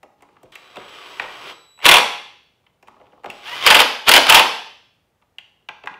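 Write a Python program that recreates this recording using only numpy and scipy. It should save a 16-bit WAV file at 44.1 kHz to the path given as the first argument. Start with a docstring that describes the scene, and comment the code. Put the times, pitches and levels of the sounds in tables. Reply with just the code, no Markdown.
"""First come light clicks of a socket on a steel and plastic vehicle frame, close by in a garage.
Then a cordless impact driver turns a bolt slowly: its gears whir and its motor control whines thinly.
Its hammer strikes in loud bursts that shake the frame and overload the microphone input.
A second bolt squeals as it tightens and is hammered too. Socket and bolt click in between and after."""
import sys
import numpy as np
from scipy import signal
from scipy.fft import rfft, irfft
from scipy.io import wavfile
from scipy.ndimage import uniform_filter1d

SR = 44100
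rng = np.random.default_rng(int(sys.argv[2]) if len(sys.argv) > 2 else 0)


def transcribe(u):
    """Save the signal u as a 16-bit wav file named by the first command-line argument.

    u: samples, shape (n,) or (channels, n), limited to [-1, 1]; the rate is SR.
    q: integer samples, one column per channel.
    """
    v = np.clip(np.atleast_2d(u).T, -1, 1)
    q = np.round(v * 32767).astype(np.int16)
    wavfile.write(sys.argv[1], SR, q)


N = 264159
BANDS_HZ = 25 * 2 ** np.arange(0, 9.5, 1 / 3)


# Hammer hitting anvil, bounces included: t/s, level/dB, clatter length factor
HAMMER_BLOWS = [(1.8455, -8, 1.5), (1.8538, 5.5, 0.66), (1.8612, 7, 1.2), (1.8819, 2.5, 0.67),
                (1.8888, 11, 1), (1.912, 4, 2.75), (1.9395, 6, 1.12), (1.9557, -4, 2.1), (1.9671, 1, 1.03),
                (1.9824, -4.5, 1.7), (3.6635, 5.5, 1.26), (3.6719, -1.5, 1.57), (3.684, -8, 3),
                (3.702, 3, 1.77), (3.7084, -1.5, 1.24), (3.7224, -3, 1.85), (3.7438, 2, 1.84),
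                (3.7514, -1, .9), (3.765, -4, 2.9), (3.7901, -1.5, 2.4), (3.8017, 3.5, 1.1),
                (3.8162, -2, 0.69), (4.0832, -1.5, 2), (4.091, 11, 0.58), (4.114, 3.5, 1.9),
                (4.1371, 8.5, 1.2), (4.1534, 0, 1.8), (4.162, 5, 1.37), (4.1766, 4.5, 0.61),
                (4.2672, -5.5, 0.75), (4.291, -2, 1.6), (4.2972, 7.5, 1.3), (4.3219, 1.5, 2.3),
                (4.344, 5, 2.85), (4.3679, -5.5, 6.1), (4.3754, -14, 1.8), (4.3932, 0.5, 0.99),
                (4.4036, -8, 0.37)]
# Broad resonances of the bracket holding the second bolt: f/Hz, width/Hz, level/dB
BRACKET_PEAKS = [(887, 51, 2.5), (3050, 180, -3), (5010, 450, 2)]

def hammer():
    """Each blow shakes tool and frame; harder blows have a brighter crack."""
    thud, panel, bracket, ringing = -21.5, -12, -10.5, -26.5   # dB relative to the blow
    hits = [(s, db, thud, panel, bracket, -15 + .4 * db, length, ringing)
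            for s, db, length in HAMMER_BLOWS]
    blows = clatter(hits, level_db=-7.5, column=1)
    second_bolt = np.arange(N) > 3 * SR
    bracket_sound = resonances(blows * second_bolt + 1e-18, BRACKET_PEAKS, flicker_db=2.5)
    return blows + bracket_sound + frame(hits, spread_db=4.0)


# Light clicks and knocks of socket and bolt, and a jolt of the motor:
# t/s, level/dB, thud/dB, panel/dB, crack/dB
LIGHT_KNOCKS = [(0.0295, -39, -1, 1, -7), (0.206, -56, -1, 2, -6), (0.2213, -47, 1, 0, 1.5),
                (0.2274, -48.5, -9, 8, -17), (0.287, -50.5, 0, 1, -19), (0.3564, -56, -14, -6, -26),
                (0.3657, -47.5, -22, 2, -26), (0.4304, -44.5, 8.5, -6, -2), (0.4555, -51.5, -3, 0, -24),
                (0.523, -37.5, -29, -13, -11), (0.5535, -21, -41, -19, -14.5), (0.757, -32, -6, -5, -11),
                (0.7677, -24, -4, -9.5, -19), (1.1965, -12, -23, -7.5, -24), (1.2175, -28, -11, 2, -10),
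                (1.2384, -29, -9.5, 5, -27), (1.7755, -48, -14, -2.5, -16), (1.7887, -39, -20.5, -2, -11.5),
                (1.8016, -34, -25.5, -4.5, -28), (1.8137, -32, -34, -18, -41),
                (1.8218, -26.5, -28, -17, -34), (1.8278, -23, -18, -14, -15),
                (2.6395, -67, -15, 4.5, -13.5), (2.665, -43.5, -31, -14, -32), (2.6984, -64, -11, 9, -15),
                (2.8261, -44, -8, -1.5, -5), (2.8726, -43, -6, -7, -9), (2.8808, -40, -14.5, 2, -9),
                (2.9644, -61.5, 8, 15, -16), (2.9982, -53, 7.5, 8, -21), (3.0114, -49, -6.5, 4.5, -19),
                (3.056, -52.5, -8, -5, -22), (3.0664, -51.5, -1, 2.5, -19.5), (3.1214, -53, 5, -10.5, -26),
                (3.1299, -56.5, 10, 8.5, -21), (3.1744, -64, 9, 20.5, -7), (3.2338, -46, 1, 1.5, -7),
                (3.2425, -33, -6, 11, -12), (3.2582, -22, -10, -11, -18.5),
                (3.3004, -21.5, -20, -18.5, -11.5), (5.2148, -62.5, -10, 4.5, -6),
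                (5.2214, -55.5, -29.5, 5.5, -22), (5.3833, -20.5, -43, -24, -23),
                (5.687, -16.5, -23.5, -14.5, -29), (5.8364, -29.5, -9.5, -11.5, -27),
                (5.8577, -38.5, -17, 5, -4), (5.872, -23, -41, 4.5, -21), (5.9395, -31, -18, -22, -32)]

def light_knocks():
    """Each click, knock or jolt briefly shakes the frame, and the bracket moves with the panel."""
    length, ringing_db = .75, -22
    hits = [(s, db, thud, panel, -6.5 + .53 * panel, crack, length, ringing_db)
            for s, db, thud, panel, crack in LIGHT_KNOCKS]
    return clatter(hits, level_db=-1.5, column=2) + frame(hits, spread_db=3.5)


# Where thud, panel, bracket, anvil (two edges) and steel crack sound: f/Hz
PART_PITCHES = [450, 950, 1700, 2700, 3600, 5500]

def strength(hit, hz):
    """How strong a hit is at a frequency, from how hard it strikes each part."""
    db, thud, panel, bracket, crack = hit[1:6]
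    part_db = [thud, panel, bracket, 0, 0, crack]
    return from_db(db + np.interp(np.log(hz), np.log(PART_PITCHES), part_db))


# Noise of a hit: f/Hz, blow level/dB, knock level/dB, fade/s (time to drop 60 dB at length factor 1)
CLATTER_BANDS = [(60, -25.5, -23, 0.045), (200, -12.5, -12.5, 0.054), (462, -1.5, -1, 0.1),
                 (880, 1, 1, 0.059), (1520, 6.5, 1.5, 0.037), (2300, 2.5, 2.5, .04), (3300, 2, -8.5, 0.03),
                 (3880, -2, -17, 0.026), (7450, -2, -4.5, 0.037), (10800, 5.5, -13, 0.027),
                 (14900, 0.5, -7, 0.022)]

def clatter(hits, level_db, column):
    """The many close notes of frame and tool blur into noise that fades band by band."""
    white = rng.standard_normal((2, N))
    t = np.arange(SR // 6) / SR
    envelope = np.full((len(BANDS_HZ), N + len(t)), 1e-18)
    fade_s = at_hz(CLATTER_BANDS, BANDS_HZ, column=3)
    colour = from_db(level_db + at_hz(CLATTER_BANDS, BANDS_HZ, column))
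    rise = 1 - np.exp(-t / 0.00049)   # the force needs a moment to build
    for hit, chance in zip(hits, rng.standard_normal((len(hits), len(BANDS_HZ)))):
        start, length = round(hit[0] * SR), hit[6]
        gain = colour * strength(hit, BANDS_HZ) * from_db(2.0 * chance)
        decay = from_db(-60 * t / (length * fade_s[:, None]))
        envelope[:, start:start + len(t)] += rise * gain[:, None] * decay
    return sum(band(envelope[k, :N] * white[k % 2], hz) * np.sqrt(SR / hz)
               for k, hz in enumerate(BANDS_HZ))


# Clearest notes of frame and tool: f/Hz, level/dB, fade/s
FRAME_NOTES = [(324, -1.5, 0.053), (536.4, -1, 0.088), (672, -8, 0.18), (827, 5, 0.45), (917, 6.5, 0.052),
               (1030, -5.5, 0.027), (1140, -1, 0.091), (1450, -8, 0.36), (1750, -3, 0.36),
               (2110, -1.5, 0.098), (2236, -7, 0.31), (2285, -19.5, 0.046), (2513, -14.5, 0.027),
               (2820, -10.5, 0.065), (3220, 0.5, 0.045), (3260, -9, 0.077), (4860, -14, 0.079),
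               (4940, -15.5, 0.05)]

def frame(hits, spread_db):
    """Every hit rings the same notes, each time in a different mix."""
    hz, db, fade_s = np.transpose(FRAME_NOTES)
    clicks = np.full((len(hz), N), 1e-18)
    for hit, chance in zip(hits, rng.standard_normal((len(hits), len(hz)))):
        start, ringing_db = round(hit[0] * SR), hit[7]
        clicks[:, start] = strength(hit, hz) * from_db(ringing_db + db + spread_db * chance)
    return sum((-1) ** k * ring(clicks[k], hz[k], fade_s[k]) for k in range(len(hz)))


# Slow turning, one list per bolt: t/s, level/dB, treble/dB
SLOW_TURNS = [
    [(.521, -51, 1), (.68, -50.5, -2), (.82, -41.5, -8), (.95, -45, 1), (1.25, -41.5, -1.5),
     (1.42, -39, -3), (1.5, -38, 0.5), (1.523, -41, -3), (1.535, -55.5, 3)],
    [(3.3, -52.5, 5.5), (3.42, -48.5, -0.5), (3.47, -43, 8), (3.53, -36, 5), (3.61, -36.5, 4),
     (3.665, -26.5, 9)],
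]
# The motor races up just before a burst: end t/s, end level/dB
RUN_UPS = [(1.85, -23), (4.088, -8.5), (4.298, -10)]
# Tone colour of the gears: f/Hz, level/dB
GEAR_COLOUR = [(35, -56), (60, -18.5), (139, -14), (220, -19.5), (385, -8), (627, -6.5), (1200, -4),
               (1910, -7.5), (3190, -7), (4120, -15), (4960, -16), (7200, -26.5), (8090, -30.5),
               (8670, -28), (15500, -33.5)]
# Resonances of the gear housing: f/Hz, width/Hz, level/dB
HOUSING_PEAKS = [(360, 98, -5), (1170, 150, -7.5), (2400, 200, -8.5), (3160, 800, -4)]

def motor():
    """Gear teeth and thread catch in tiny clicks that merge into a whir, bright when the motor races."""
    whir = grains(per_s=4600, spread_db=4.0, hiss_db=-7.0, spectrum=GEAR_COLOUR)
    whir += resonances(whir, HOUSING_PEAKS, flicker_db=5.0)
    treble = signal.sosfilt(signal.butter(1, 1800, "high", fs=SR, output="sos"), whir)
    rise_s, rise_db, treble_db = 0.034, 38, 5.5
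    runs = SLOW_TURNS + [[(s - rise_s, db - rise_db, treble_db), (s, db, treble_db)] for s, db in RUN_UPS]
    level = from_db(in_time(runs, column=1))
    brightness = from_db(in_time(runs, column=2))
    return level * (whir - treble + brightness * treble)


# Stages of a lightly pressed trigger: start t/s, end t/s, tone level/dB, octave level/dB
WHINE_STAGES = [(.522, .77, -61, -72.5), (.77, 1.53, -65, -64.5), (1.53, 1.83, -58, -63.5),
                (3.24, 3.31, -73, -76), (3.31, 3.455, -68, -69)]

def whine(hz, flutter):
    """The motor control switches at a steady rate: a tone and two overtones that flutter in strength."""
    phase = 2 * np.pi * hz * np.arange(N) / SR
    wobble = 1 + flutter * drift(smoothing=.995)
    stages = [[(s, tone, octave, octave - 13) for s in (start, end)]
              for start, end, tone, octave in WHINE_STAGES]
    tones = sum(uniform_filter1d(from_db(in_time(stages, k)), size=400) * np.sin(k * phase)
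                for k in (1, 2, 3))
    return np.sqrt(2) * wobble * tones


# The second bolt's thread as it tightens: t/s, f/Hz, level/dB
SQUEAL_PATH = [
    [(3.462, 800, -49), (3.49, 930, -39), (3.51, 940, -47.5), (3.535, 985, -33.5), (3.56, 1020, -51.5),
     (3.61, 1000, -45), (3.63, 1095, -39), (3.648, 1000, -30), (3.66, 950, -34.5)],
]
# Its tone and two overtones: level/dB
SQUEAL_MIX = (-1, 3, 2.5)

def squeal(jitter):
    """The thread sticks and slips, making a tone whose pitch trembles."""
    hz = in_time(SQUEAL_PATH, column=1) * (1 + jitter * drift(smoothing=.99))
    phase = 2 * np.pi * np.cumsum(hz) / SR
    tones = sum(from_db(db) * np.sin(k * phase) for k, db in enumerate(SQUEAL_MIX, 1))
    return np.sqrt(2) * from_db(in_time(SQUEAL_PATH, column=2)) * tones


# Small steel parts with one note each: t/s, level/dB, f/Hz, fade/s
STEEL_PINGS = [(1.1985, 1, 1895, 0.009), (2.664, -53, 3025, 0.033), (3.246, -26.5, 841, 0.047),
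               (5.385, -45, 2786, 0.048)]
# Knocks on a loose part: t/s, level/dB
LOOSE_KNOCKS = [(5.688, -31), (5.872, -27.5)]
# Notes of that part: f/Hz, level/dB, fade/s
LOOSE_NOTES = [(849, 4.5, 0.056), (904, 0.5, 0.062), (1275, -10.5, 0.068), (1550, -11, 0.34),
               (1626, 5.5, 0.046), (1960, -9.5, 0.11), (2530, -2.5, 0.064)]

def pings():
    """Knocked parts ring and fade; the loose one sounds all its notes in an uneven mix."""
    out = np.zeros(N + SR)
    t = np.arange(SR // 2) / SR
    rise = 1 - np.exp(-t / .0015)
    notes = STEEL_PINGS + [(s, db + note_db + 1.6 * rng.standard_normal(), hz, fade_s)
                           for s, db in LOOSE_KNOCKS for hz, note_db, fade_s in LOOSE_NOTES]
    for (s, db, hz, fade_s), turn in zip(notes, rng.random(len(notes))):
        start = round(s * SR)
        tone = np.sin(2 * np.pi * (hz * t + turn))
        out[start:start + len(t)] += rise * from_db(db - 60 * t / fade_s) * tone
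    return out[:N]


# Dull, grainy rubbing, with a brief swell of noise at 3.3 s; one list per stretch: t/s, level/dB
RUB_LEVELS = [
    [(0.18, -65), (0.286, -63), (0.52, -63)],
    [(2.82, -80), (2.884, -60), (3.006, -61), (3.26, -64), (3.3, -37)],
    [(5.83, -61), (5.858, -52.5), (5.918, -48), (5.99, -74.5)],
]
# Tone colour of the rubbing: f/Hz, level/dB
RUB_COLOUR = [(59, -37.5), (100, -8.5), (271, -5.5), (443, -4), (764, -31.5), (855, 0), (1920, -26.5),
              (3020, -17), (9000, -44), (11700, -76), (19800, -120)]

def rubbing():
    """Tiny clicks and hiss blend into a dull rub that swells and fades."""
    rub = grains(per_s=1500, spread_db=3.0, hiss_db=0, spectrum=RUB_COLOUR)
    return from_db(in_time(RUB_LEVELS, column=1)) * rub


# Echo of the garage: f/Hz, fade/s, level/dB
ECHO_BANDS = [(60, 0.71, -16), (200, .6, -5), (497, 0.52, -2.5), (1040, 0.51, -4), (3000, 0.65, -10.5),
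              (5500, 0.62, -5), (7900, 0.49, -10), (11600, 0.47, -11), (15000, .22, -11.5)]

def garage(x, build_s):
    """Sound bounces off the walls in a dense echo that builds up, then fades band by band."""
    t = np.arange(SR) / SR
    white = rng.standard_normal((2, SR))
    tail = np.zeros(SR)
    for k, hz in enumerate(BANDS_HZ[:-1] * 2 ** (1 / 6)):
        db = at_hz(ECHO_BANDS, hz, column=2) - 60 * t / at_hz(ECHO_BANDS, hz)
        tail += from_db(db) * band(white[k % 2], hz)
    tail *= np.clip(t / build_s, 0, 1) / np.sqrt(0.031 * SR)
    return signal.fftconvolve(x, tail)[:N]


# Tone colour of the quiet garage: f/Hz, level/dB
AIR_COLOUR = [(20, -24.5), (40, -12.5), (80, -2.5), (160, -4.5), (280, -11), (500, -10), (800, -11.5),
              (1500, -19.5), (2800, -22.5), (4500, -29), (8000, -32.5), (15600, -34.5)]

def air(level_db):
    """A faint, low, steady hush fills the room."""
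    return from_db(level_db) * coloured(rng.standard_normal(N), AIR_COLOUR)


def grains(per_s, spread_db, hiss_db, spectrum):
    """Dense uneven clicks over a hiss, in the colour of what they shake; rms 1."""
    sizes = from_db(spread_db * np.minimum(rng.exponential(1, N), 4)) * rng.choice([-1, 1], N)
    clicks = rms_one((rng.random(N) < per_s / SR) * sizes)
    hiss = from_db(hiss_db) * rng.standard_normal(N)
    return coloured(clicks + hiss, spectrum)


def resonances(x, peaks, flicker_db):
    """Pick out bands of a sound, each drifting to a new level about twenty times a second."""
    out = np.zeros(N)
    for hz, width, db in peaks:
        r, w = np.exp(-np.pi * width / SR), 2 * np.pi * hz / SR
        slow = np.interp(np.arange(N), np.arange(0, N + 2000, 2000), rng.standard_normal(N // 2000 + 2))
        peak = signal.lfilter([(1 - r * r) / 2, 0, (r * r - 1) / 2], [1, -2 * r * np.cos(w), r * r], x)
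        out += from_db(db + flicker_db * slow) * peak
    return out


def ring(clicks, hz, fade_s):
    """Each click starts a fading tone of the click's height."""
    r, w = from_db(-60 / (fade_s * SR)), 2 * np.pi * hz / SR
    return signal.lfilter([0, np.sin(w)], [1, -2 * r * np.cos(w), r * r], clicks)


def drift(smoothing):
    """A randomly wandering curve; rms 1."""
    return rms_one(signal.lfilter([1], [1, -smoothing], rng.standard_normal(N)))


def coloured(x, spectrum):
    """Give white noise a tone colour; rms 1."""
    hz = np.maximum(np.arange(N // 2 + 1) * SR / N, 1)
    return rms_one(irfft(rfft(x) * from_db(at_hz(spectrum, hz)), N))


def band(x, hz):
    """Keep a third of an octave around a frequency."""
    edges = [hz / 2 ** (1 / 6), hz * 2 ** (1 / 6)]
    return signal.sosfilt(signal.butter(2, edges, "band", fs=SR, output="sos"), x)


def in_time(spans, column):
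    """Join one column's points into a curve over time; -150 outside the spans."""
    t, out = np.arange(N) / SR, np.full(N, -150.)
    for rows in map(np.array, spans):
        inside = (t >= rows[0, 0]) & (t <= rows[-1, 0])
        out[inside] = np.interp(t[inside], rows[:, 0], rows[:, column])
    return out


def at_hz(table, hz, column=1):
    """Read between a table's rows, with octaves evenly spaced."""
    rows = np.array(table)
    return np.interp(np.log(hz), np.log(rows[:, 0]), rows[:, column])


def from_db(db):
    """Decibels to gain."""
    return 10 ** (np.asarray(db) / 20)


def rms_one(x):
    """Scale to an average strength (rms) of 1."""
    return x / np.sqrt(np.mean(x ** 2) + 1e-20)


def scene():
    """Tool and frame near by, the garage around them."""
    near = hammer() + light_knocks() + motor() + rubbing() + pings() + squeal(jitter=.012)
    hush = air(level_db=-67)
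    echo = garage(near, build_s=0.0009)
    return (near + echo + whine(hz=3925, flutter=0.13) + hush)[None]


def record(dry):
    """Loud peaks overload the input and are squashed; the highest treble is cut."""
    ceiling, hardness, cutoff_hz = .97, 5.0, 15700
    clipped = dry / (1 + np.abs(dry / ceiling) ** hardness) ** (1 / hardness)
    low_pass = signal.ellip(10, .5, 60, cutoff_hz, fs=SR, output="sos")
    return np.clip(signal.sosfilt(low_pass, clipped), -1, 1)


dry = scene()
out = record(dry)
transcribe(out)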